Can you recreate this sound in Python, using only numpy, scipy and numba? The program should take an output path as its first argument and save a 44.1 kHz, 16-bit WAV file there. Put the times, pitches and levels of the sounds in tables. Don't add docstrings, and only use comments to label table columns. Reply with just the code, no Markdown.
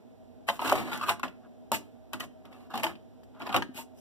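import sys
import numpy as np
from scipy import signal
from scipy.fft import rfft, irfft
from scipy.io import wavfile
from scipy.ndimage import uniform_filter1d
from numba import njit

SR = 44100
rng = np.random.default_rng(int(sys.argv[2]) if len(sys.argv) > 2 else 0)


def waveform_to_disk(signal):
    frames = np.transpose(np.atleast_2d(signal))
    scaled = np.clip(frames, -1, 1) * 32767
    samples = np.round(scaled).astype(np.int16)
    wavfile.write(sys.argv[1], SR, samples)


def rack_gain(trim_db):
    fader = np.asarray(trim_db, float)
    return 10 ** (fader / 20)


N = 176708

# start_s, length_s, pressure_db, patch_pitch_hz, brightness_db
STROKES = [(0.467, 0.099, -43, 870, 8.5), (0.588, 0.019, -33, 900, -4), (0.616, 0.021, -33.5, 860, 2),
           (0.643, 0.11, -26, 860, 1), (0.723, 0.071, -36.5, 610, -1), (0.769, 0.23, -31, 760, -2.5),
           (0.912, 0.049, -32.5, 1180, -1.5), (1.229, 0.016, -28, 1111, -10.5),
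           (1.719, 0.031, -29.5, 800, 11), (2.125, 0.021, -36, 897, -2), (2.442, 0.035, -46.5, 635, -18),
           (2.507, 0.16, -51, 790, -2), (2.697, 0.022, -41.5, 855, -6), (2.731, 0.075, -32, 743, -4.5),
           (2.822, 0.074, -30.5, 774, -5), (3.539, 0.025, -20, 744, -13)]
# centre_s, half_width_s, pressure_db, patch_pitch_hz, brightness_db
SWELLS = [(1.032, 0.013, -29, 1150, -2.5), (1.064, 0.021, -44.5, 1190, -25), (1.097, 0.026, -24.5, 1130, 2),
          (1.447, 0.024, -56.5, 1110, -25.5), (2.222, 0.024, -37.5, 785, 1.5), (3.373, 0.03, -51, 765, -29),
          (3.422, 0.019, -34, 760, -11.5), (3.469, 0.017, -32.5, 915, -8.5),
          (3.502, 0.0112, -30, 1000, -18), (3.528, 0.011, -31.5, 1060, -3), (3.587, 0.034, -43.5, 774, -2),
          (3.764, 0.017, -45, 765, 15), (3.795, 0.024, -41, 900, 12), (0.665, 0.0032, -44, 1000, -11),
          (3.988, 0.034, -75, 599, 25.5)]
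BODY_SIDE_DB = -8
CLANG_SHARE = 0.57


def unit(x):
    return x / np.sqrt(np.mean(x ** 2))


def band(x, hz, width):
    low = np.sqrt(hz ** 2 + width ** 2 / 4) - width / 2
    edges = [low, min(low + width, 0.45 * SR)]
    return signal.sosfilt(signal.butter(2, edges, "bandpass", fs=SR, output="sos"), x)


def fade(t60, count):
    return rack_gain(-60 * np.arange(count) / SR / np.clip(t60, 0.01, 1.0))


def place(track, sound, start_s):
    i = int(start_s * SR)
    track[:, i:i + sound.shape[-1]] += sound


@njit
def moving_band(x, hz, share):
    out, band_state, low_state = np.empty(len(x)), 0.0, 0.0
    for i in range(len(x)):
        g = np.tan(np.pi * hz[i] / SR)
        v = (band_state + g * (x[i] - low_state)) / (1 + g * (g + share))
        band_state = 2 * v - band_state
        low_state = low_state + 2 * g * v
        out[i] = share * v
    return out


def clicks(per_s, spread_db, count):
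    chance = rng.random((3, count))
    happens = chance[0] < per_s / SR
    size = rack_gain(-spread_db * np.log(chance[2]))
    return unit(happens * np.sign(chance[1] - 0.5) * size + 1e-9)


def foil(force, hz, width, t60, side_db, direct=0.76, count=4):
    size, hold = SR // 4, int(SR / 14)
    modes = rng.standard_normal((count, 2, size)) * fade(t60, size)
    modes /= np.sqrt(np.sum(modes ** 2, axis=2, keepdims=True))
    modes[..., 0] += direct
    modes = band(modes, hz, width)
    modes /= np.sqrt(np.sum(modes ** 2, axis=2, keepdims=True))
    visited = np.repeat(rng.integers(0, count, N // 100), hold)[:N]
    patch = visited == np.arange(count)[:, None]
    share = np.sqrt(np.abs(uniform_filter1d(1.0 * patch, hold // 2)))
    ringing = signal.fftconvolve((force * share)[:, None], modes, axes=2)[..., :N].sum(axis=0)
    return ringing * [[1], [rack_gain(side_db)]]


def base_swing(t, peak_s):
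    length_s = 0.00061
    return -np.cos(2 * np.pi * 990 * (t - peak_s)) * np.exp(-((t - peak_s) / length_s) ** 2)


def boom_db(hz):
    return -7.5 * np.log2(np.clip(hz, 780, 1500) / 850)


def kitchen():
    # pitch_hz, level_db (per Hz)
    air_colour = [(40, -31.5), (100, -11), (250, -6.5), (450, -11.5), (800, -16), (1100, -28.5),
                  (3500, -35.5), (9000, -46.5)]
    # pitch_hz, width_hz, level_db
    hum_tones = [(55.4, 6.7, -68), (91.7, 9.5, -64), (117, 8.5, -66.5), (244.5, 23, -56), (398, 3, -70),
                 (465, 13.4, -69.5), (637.5, 29, -62.5), (712, 8.9, -73), (753, 3.2, -71.5)]
    hz = np.fft.rfftfreq(N, 1 / SR) + 1
    point_hz, point_db = np.transpose(air_colour)
    colour = rack_gain(np.interp(np.log(hz), np.log(point_hz), point_db))
    air = unit(irfft(rfft(rng.standard_normal((2, N))) * colour, N)) * rack_gain(-57.5)
    hum = sum(rack_gain(db) * unit(band(rng.standard_normal((2, N)), f, w)) for f, w, db in hum_tones)
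    return (air + hum) * rack_gain(np.array([[3], [6.5]]))


def walls(pan):
    return rack_gain(-22) * foil(pan[0], 2400, 4300, t60=0.31, side_db=0, direct=0, count=1)


def squeak():
    # pitch_hz, width_hz, level_db
    squeak_tones = [(5830, 150, -66), (5100, 85, -71), (10020, 340, -72), (11800, 240, -75)]
    centre_s, rise_s = 3.995, 0.024
    swell = np.exp(-((np.arange(N) / SR - centre_s) / rise_s) ** 2)
    return swell * sum(rack_gain(db) * unit(band(rng.standard_normal((2, N)), hz, w)) for hz, w, db in squeak_tones)


def blade_rings():
    # pitch_hz, level_db, t60_s
    blade_tones = [(1240, -15, 0.078), (1920, -9, 0.05), (3060, -5.5, 0.025), (2930, -19, 0.028),
                   (6160, -10, 0.011)]
    # start_s, peak_db
    blade_taps = [
        (1.236, -38),
        (2.135, -25.5),
        (2.206, -20.5),
        (3.623, -26),
    ]
    out, size = np.zeros((2, N + SR)), SR // 10
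    t = np.arange(size) / SR
    ring = sum(rack_gain(db) * np.sin(2 * np.pi * hz * t) * fade(t60, size) for hz, db, t60 in blade_tones)
    for s, db in blade_taps:
        place(out, ring * rack_gain(db) * [[1], [0.4]], s)
    return out[:, :N]


def pops():
    # start_s, peak_db
    base_pops = [
        (0.7231, -3.3),
        (1.0915, -17),
        (1.1075, -15),
        (1.2335, -22),
        (1.7182, -17),
        (1.7235, -17),
        (2.742, -24),
        (2.755, -24),
        (3.5445, -13),
        (3.563, -19),
    ]
    out = np.zeros((2, N + SR))
    t = np.arange(SR // 10) / SR
    peak_s = 0.002
    for s, db in base_pops:
        place(out[:1], base_swing(t, peak_s) * rack_gain(db), s - peak_s)
    return out[:, :N]


def snaps():
    # start_s, peak_db
    crease_snaps = [(0.478, -40), (0.4859, -30), (0.591, -48), (0.615, -32), (0.6495, -45), (0.6735, -27),
                    (0.6956, -22), (0.7166, -26), (0.7252, -19.5), (0.9356, -30), (0.975, -31),
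                    (1.015, -41), (1.028, -44), (1.0846, -27), (1.0929, -30), (1.1958, -35.5),
                    (1.2312, -37), (1.718, -14.5), (2.1327, -25.5), (2.2018, -26), (2.454, -48),
                    (2.7046, -49), (2.7413, -44), (2.7554, -33), (2.776, -28.5), (2.797, -35), (2.834, -21),
                    (3.237, -53.5), (3.396, -50), (3.4176, -56), (3.4745, -53), (3.527, -38), (3.5434, -26),
                    (3.5643, -19.5), (3.6193, -49)]
    out, size = np.zeros((2, N + SR)), SR // 10
    for s, db in crease_snaps:
        crack = band(rng.standard_normal((2, size)) * fade(0.021, size), 6200, 13800)
        place(out, crack * rack_gain(db - 0.5) / np.max(np.abs(crack)), s)
    return out[:, :N]


def rings():
    # start_s, pitch_hz, peak_db, t60_s
    pan_rings = [(0.487, 690, -23, 0.12), (0.487, 854, -23, 0.082), (0.487, 1038, -19, 0.077),
                 (0.487, 2710, -19, 0.031), (0.724, 395, -19.5, 0.17), (0.724, 618, -14.5, 0.06),
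                 (0.724, 825, -27, 0.22), (1.034, 1230, -23, 0.086), (1.084, 1158, -17.5, 0.064),
                 (1.086, 1021, -21, 0.13), (1.086, 836, -32, 0.1), (1.095, 3120, -35, 0.05),
                 (1.1, 689, -24.5, 0.15), (1.108, 854, -21.5, 0.088), (1.232, 1450, -40, 0.036),
                 (1.232, 1054, -33, 0.06), (1.232, 2580, -27, 0.035), (1.7225, 660, -20.5, 0.06),
                 (1.7225, 896, -20, 0.11), (1.716, 236.3, -28.5, 0.24), (1.716, 395, -31.5, 0.088),
                 (2.131, 944, -33, 0.051), (2.131, 630, -38, 0.14), (2.207, 654, -40, 0.16),
                 (2.74, 833, -32, 0.082), (2.74, 1138, -26, 0.077), (2.755, 764, -27, 0.063),
                 (2.776, 840, -31, 0.06), (2.837, 639, -21, 0.11), (2.837, 876, -22.5, 0.11),
                 (2.836, 1170, -27.5, 0.095), (3.492, 813, -31.5, 0.084), (3.525, 1153, -28, 0.05),
                 (3.544, 832, -23, 0.062), (3.544, 614, -20.5, 0.065), (3.544, 1164, -26, 0.067),
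                 (3.544, 1417, -24, 0.05), (3.563, 762, -21, 0.094), (3.563, 835, -32, 0.13),
                 (3.563, 556, -30, 0.09), (3.621, 1780, -28.5, 0.047), (3.621, 3300, -50, 0.05),
                 (3.621, 946, -22.5, 0.035), (3.69, 258, -31, 0.15), (3.752, 240, -35, 0.073),
                 (3.786, 913, -34.5, 0.13), (3.79, 251, -32.5, 0.21), (0.922, 1400, -26.5, 0.045),
                 (0.593, 990, -27.5, 0.06), (2.454, 630, -42.5, 0.053),
                 (0.617, 2800, -33, 0.05), (0.619, 900, -27, 0.094), (0.885, 865, -37, 0.044),
                 (0.93, 3450, -34, 0.044), (1.013, 2670, -36, 0.04), (1.035, 2573, -33, 0.05),
                 (1.083, 2566, -24.5, 0.055), (1.195, 2720, -39, 0.026), (1.25, 700, -43.5, 0.1),
                 (1.275, 626, -34.5, 0.06), (1.74, 2820, -37, 0.071), (1.735, 5216, -40, 0.044),
                 (1.755, 640, -34, 0.11), (2.834, 3100, -36, 0.04), (2.833, 1800, -29, 0.05),
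                 (2.953, 2950, -57, 0.032), (3.348, 880, -47, 0.033), (3.402, 850, -38, 0.055),
                 (3.462, 880, -36, 0.06), (3.474, 2550, -35, 0.03), (3.493, 2450, -32, 0.03),
                 (3.505, 2700, -46, 0.03), (3.543, 2400, -21, 0.04), (3.562, 2430, -28, 0.065),
                 (3.919, 674, -49, 0.04), (3.983, 620, -54, 0.05), (0.498, 565, -23, 0.073),
                 (0.53, 690, -31.5, 0.077), (0.723, 516, -25.5, 0.11), (2.54, 2680, -56.5, 0.12),
                 (2.756, 2920, -47, 0.045), (2.776, 2860, -45, 0.05), (2.799, 870, -34, 0.045),
                 (0.731, 630, -18, 0.076), (3.778, 626, -41.5, 0.12), (0.94, 240, -32.5, 0.31),
                 (1.236, 258.5, -30, 0.1), (2.74, 231, -30.5, 0.32)]
    out, size = np.zeros((2, N + SR)), SR // 4
    t = np.arange(size) / SR
    rise = 1 - np.exp(-t / 0.00072)
    for s, hz, db, t60 in pan_rings:
        ring = rack_gain(db) * np.sin(2 * np.pi * hz * t) * fade(t60, size) * rise
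        place(out, ring * [[1], [rack_gain(-11)]], s)
    return out[:, :N]


def foil_ranges(force):
    # centre_hz, width_hz, t60_s, side_db (difference of the ports)
    boom_range = (256.5, 146, 0.28, -4)
    clang_range = (2420, 1700, 0.046, 3.4)
    rim_range = (4450, 1100, 0.04, 1)
    hiss_range = (11503, 9004, 0.075, -1.5)
    rasp_range = (6500, 5400, 0.13, 0.82)
    thud_range = (65, 207, 0.29, 2)
    boom, clang, hiss = force
    out = foil(boom, *boom_range) + foil(clang, *clang_range) + foil(hiss, *hiss_range)
    out = out + rack_gain(-2) * foil(hiss, *rasp_range)
    out = out + rack_gain(-5.5) * foil(boom, *thud_range, count=1)
    out = out + rack_gain(-12) * foil(clang, *rim_range)
    shimmer = foil(hiss, 9999, 9999, t60=0.5, side_db=-3, direct=0, count=1)
    return out + rack_gain(-25.5) * shimmer


def pressure():
    press_s, sag_db_per_s, lift_db_per_s = 0.008, 45.5, 503
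    t = np.arange(N) / SR
    s, length = np.transpose(STROKES)[:2, :, None]
    sag = sag_db_per_s * np.clip(t - s, 0, 1)
    lift = lift_db_per_s * np.clip(t - s - length, 0, 1)
    strokes = np.clip((t - s) / press_s, 0, 1) * rack_gain(-sag - lift)
    s, half = np.transpose(SWELLS)[:2, :, None]
    return np.vstack([strokes, np.exp(-((t - s) / half) ** 2)])


def drags():
    db, hz, bright_db = np.transpose(STROKES + SWELLS)[2:, :, None]
    press = pressure() * rack_gain(db) + 1e-9
    gain = press.sum(axis=0)
    centre_hz = (press * hz).sum(axis=0) / gain
    bright = rack_gain(np.outer([0, CLANG_SHARE, 1], bright_db)) @ press
    bright[0] *= rack_gain(boom_db(centre_hz))
    slips = clicks(4500, 3.2, N)
    patch = unit(moving_band(slips, centre_hz, 0.9))
    rub = foil(patch * gain, 884, 2400, t60=0.06, side_db=BODY_SIDE_DB) / np.sqrt(SR / 2 / 1400)
    range_db = np.array([[-5.5], [-10.5], [-17]])
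    return rub, slips * bright * rack_gain(range_db)


def knocks():
    # start_s, peak_db, patch_pitch_hz, brightness_db
    blade_knocks = [(0.482, -27.5, 1100, 12), (0.487, -19.5, 754, 16.5), (0.498, -19, 980, 7),
                    (0.593, -24.5, 1010, -4), (0.618, -21.5, 780, -7), (0.65, -41, 860, 1),
                    (0.677, -25, 990, 16), (0.7256, -14, 565, -5), (0.885, -33, 910, -4),
                    (0.931, -30, 890, 13.5), (1.012, -23, 1115, -8), (1.093, -18.5, 1210, 20),
                    (1.109, -52, 1020, -10), (1.196, -30, 1240, -7), (1.2318, -20.5, 1410, 5.5),
                    (1.7172, -17.5, 760, -9), (1.723, -41, 750, -60.5), (2.133, -34.5, 950, 20.5),
                    (2.205, -40, 1230, 28.5), (2.74, -26.5, 770, 6.5), (2.755, -35, 720, 17),
                    (2.776, -28, 860, 12.5), (2.833, -25.5, 970, 21), (2.841, -23, 790, 21),
                    (3.527, -25, 1160, 4), (3.544, -20.5, 1010, 12.5), (3.563, -21.5, 876, 17),
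                    (3.622, -24.5, 1400, 7.5), (3.692, -38, 280, -54), (3.753, -33, 245, -40)]
    # start_s, peak_db
    light_ticks = [(0.697, -21), (0.977, -46), (1.281, -38.5), (2.454, -46), (2.527, -45), (2.708, -58),
                   (2.798, -29.5), (2.866, -23.5), (2.954, -46.5), (3.233, -49), (3.349, -59), (3.4, -40.5),
                   (3.419, -36), (3.467, -32), (3.492, -33.5), (3.92, -67), (3.983, -65)]
    pan_hz = [240, 395, 615, 640, 670, 750, 825, 906, 960, 1086, 1147, 1246, 1400, 1620]
    body, force, size = np.zeros((2, N + SR)), np.zeros((3, N + SR)), SR // 6
    t = np.arange(size) / SR
    blow = base_swing(t, 0.00122)
    for s, db, hz, bright_db in blade_knocks + [(*tick, 863.6, 11) for tick in light_ticks]:
        chance = rng.standard_normal((4, 14))
        t60 = 0.044 * rack_gain(0.6 * (db + 14.5))
        modes_hz = pan_hz * np.exp(0.004 * chance[0])
        near = np.exp(-(np.log(modes_hz / hz) / 0.22) ** 2)[:, None]
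        decays = [fade(t60 * np.exp(0.29 * c), size) for c in chance[1]]
        tones = near * np.sin(2 * np.pi * np.outer(modes_hz, t)) * decays
        ring = np.array([(1.31 + chance[2]) @ tones, rack_gain(BODY_SIDE_DB) * chance[3] @ tones])
        ring *= 1 - np.exp(-t / 0.0022)
        ring /= np.max(np.abs(ring[0]))
        ring[0] -= 0.23 * rack_gain(0.18 * (db - 6.0)) * blow
        place(body, ring * rack_gain(db - 1.5), s)
        run = clicks(3000, 1.95, size) * fade(0.67 * t60, size)
        run *= 1.42 / np.sqrt(np.sum(run ** 2))
        run[0] = 1
        range_db = np.array([[boom_db(hz) - 9], [CLANG_SHARE * bright_db - 7.5], [bright_db - 26.5]])
        place(force, run * rack_gain(db + range_db) * 4, s)
    return body[:, :N], force[:, :N]


def scene():
    body, blows = knocks()
    rub, slips = drags()
    pan = body + rub + snaps() + pops() + blade_rings() + rings() + squeak()
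    pan = pan + foil_ranges(blows + slips)
    pan = signal.sosfilt(signal.butter(4, 74, "highpass", fs=SR, output="sos"), pan)
    mid, side = pan + walls(pan)
    return np.array([mid + side, rack_gain(1.0) * (mid - side)]) + kitchen()


def low_pass(x):
    return signal.sosfilt(signal.butter(12, 16790, fs=SR, output="sos"), x)


def record(dry):
    # pitch_hz, width_hz, share removed (0 to 1)
    port_dips = [(4420, 300, 0.3), (8850, 600, 0.5), (11050, 400, 0.3), (13300, 400, 0.3)]
    lag = 20
    late = np.pad(dry[::-1], ((0, 0), (lag, 0)))[:, :N]
    wide = (dry - 0.58 * late) / 1.958
    wide = wide - sum(share * band(wide, hz, width) for hz, width, share in port_dips)
    wide = signal.sosfilt(signal.ellip(7, 0.5, 27, 15500, fs=SR, output="sos"), wide)
    return low_pass(wide)


dry = scene()
out = record(dry)
waveform_to_disk(out)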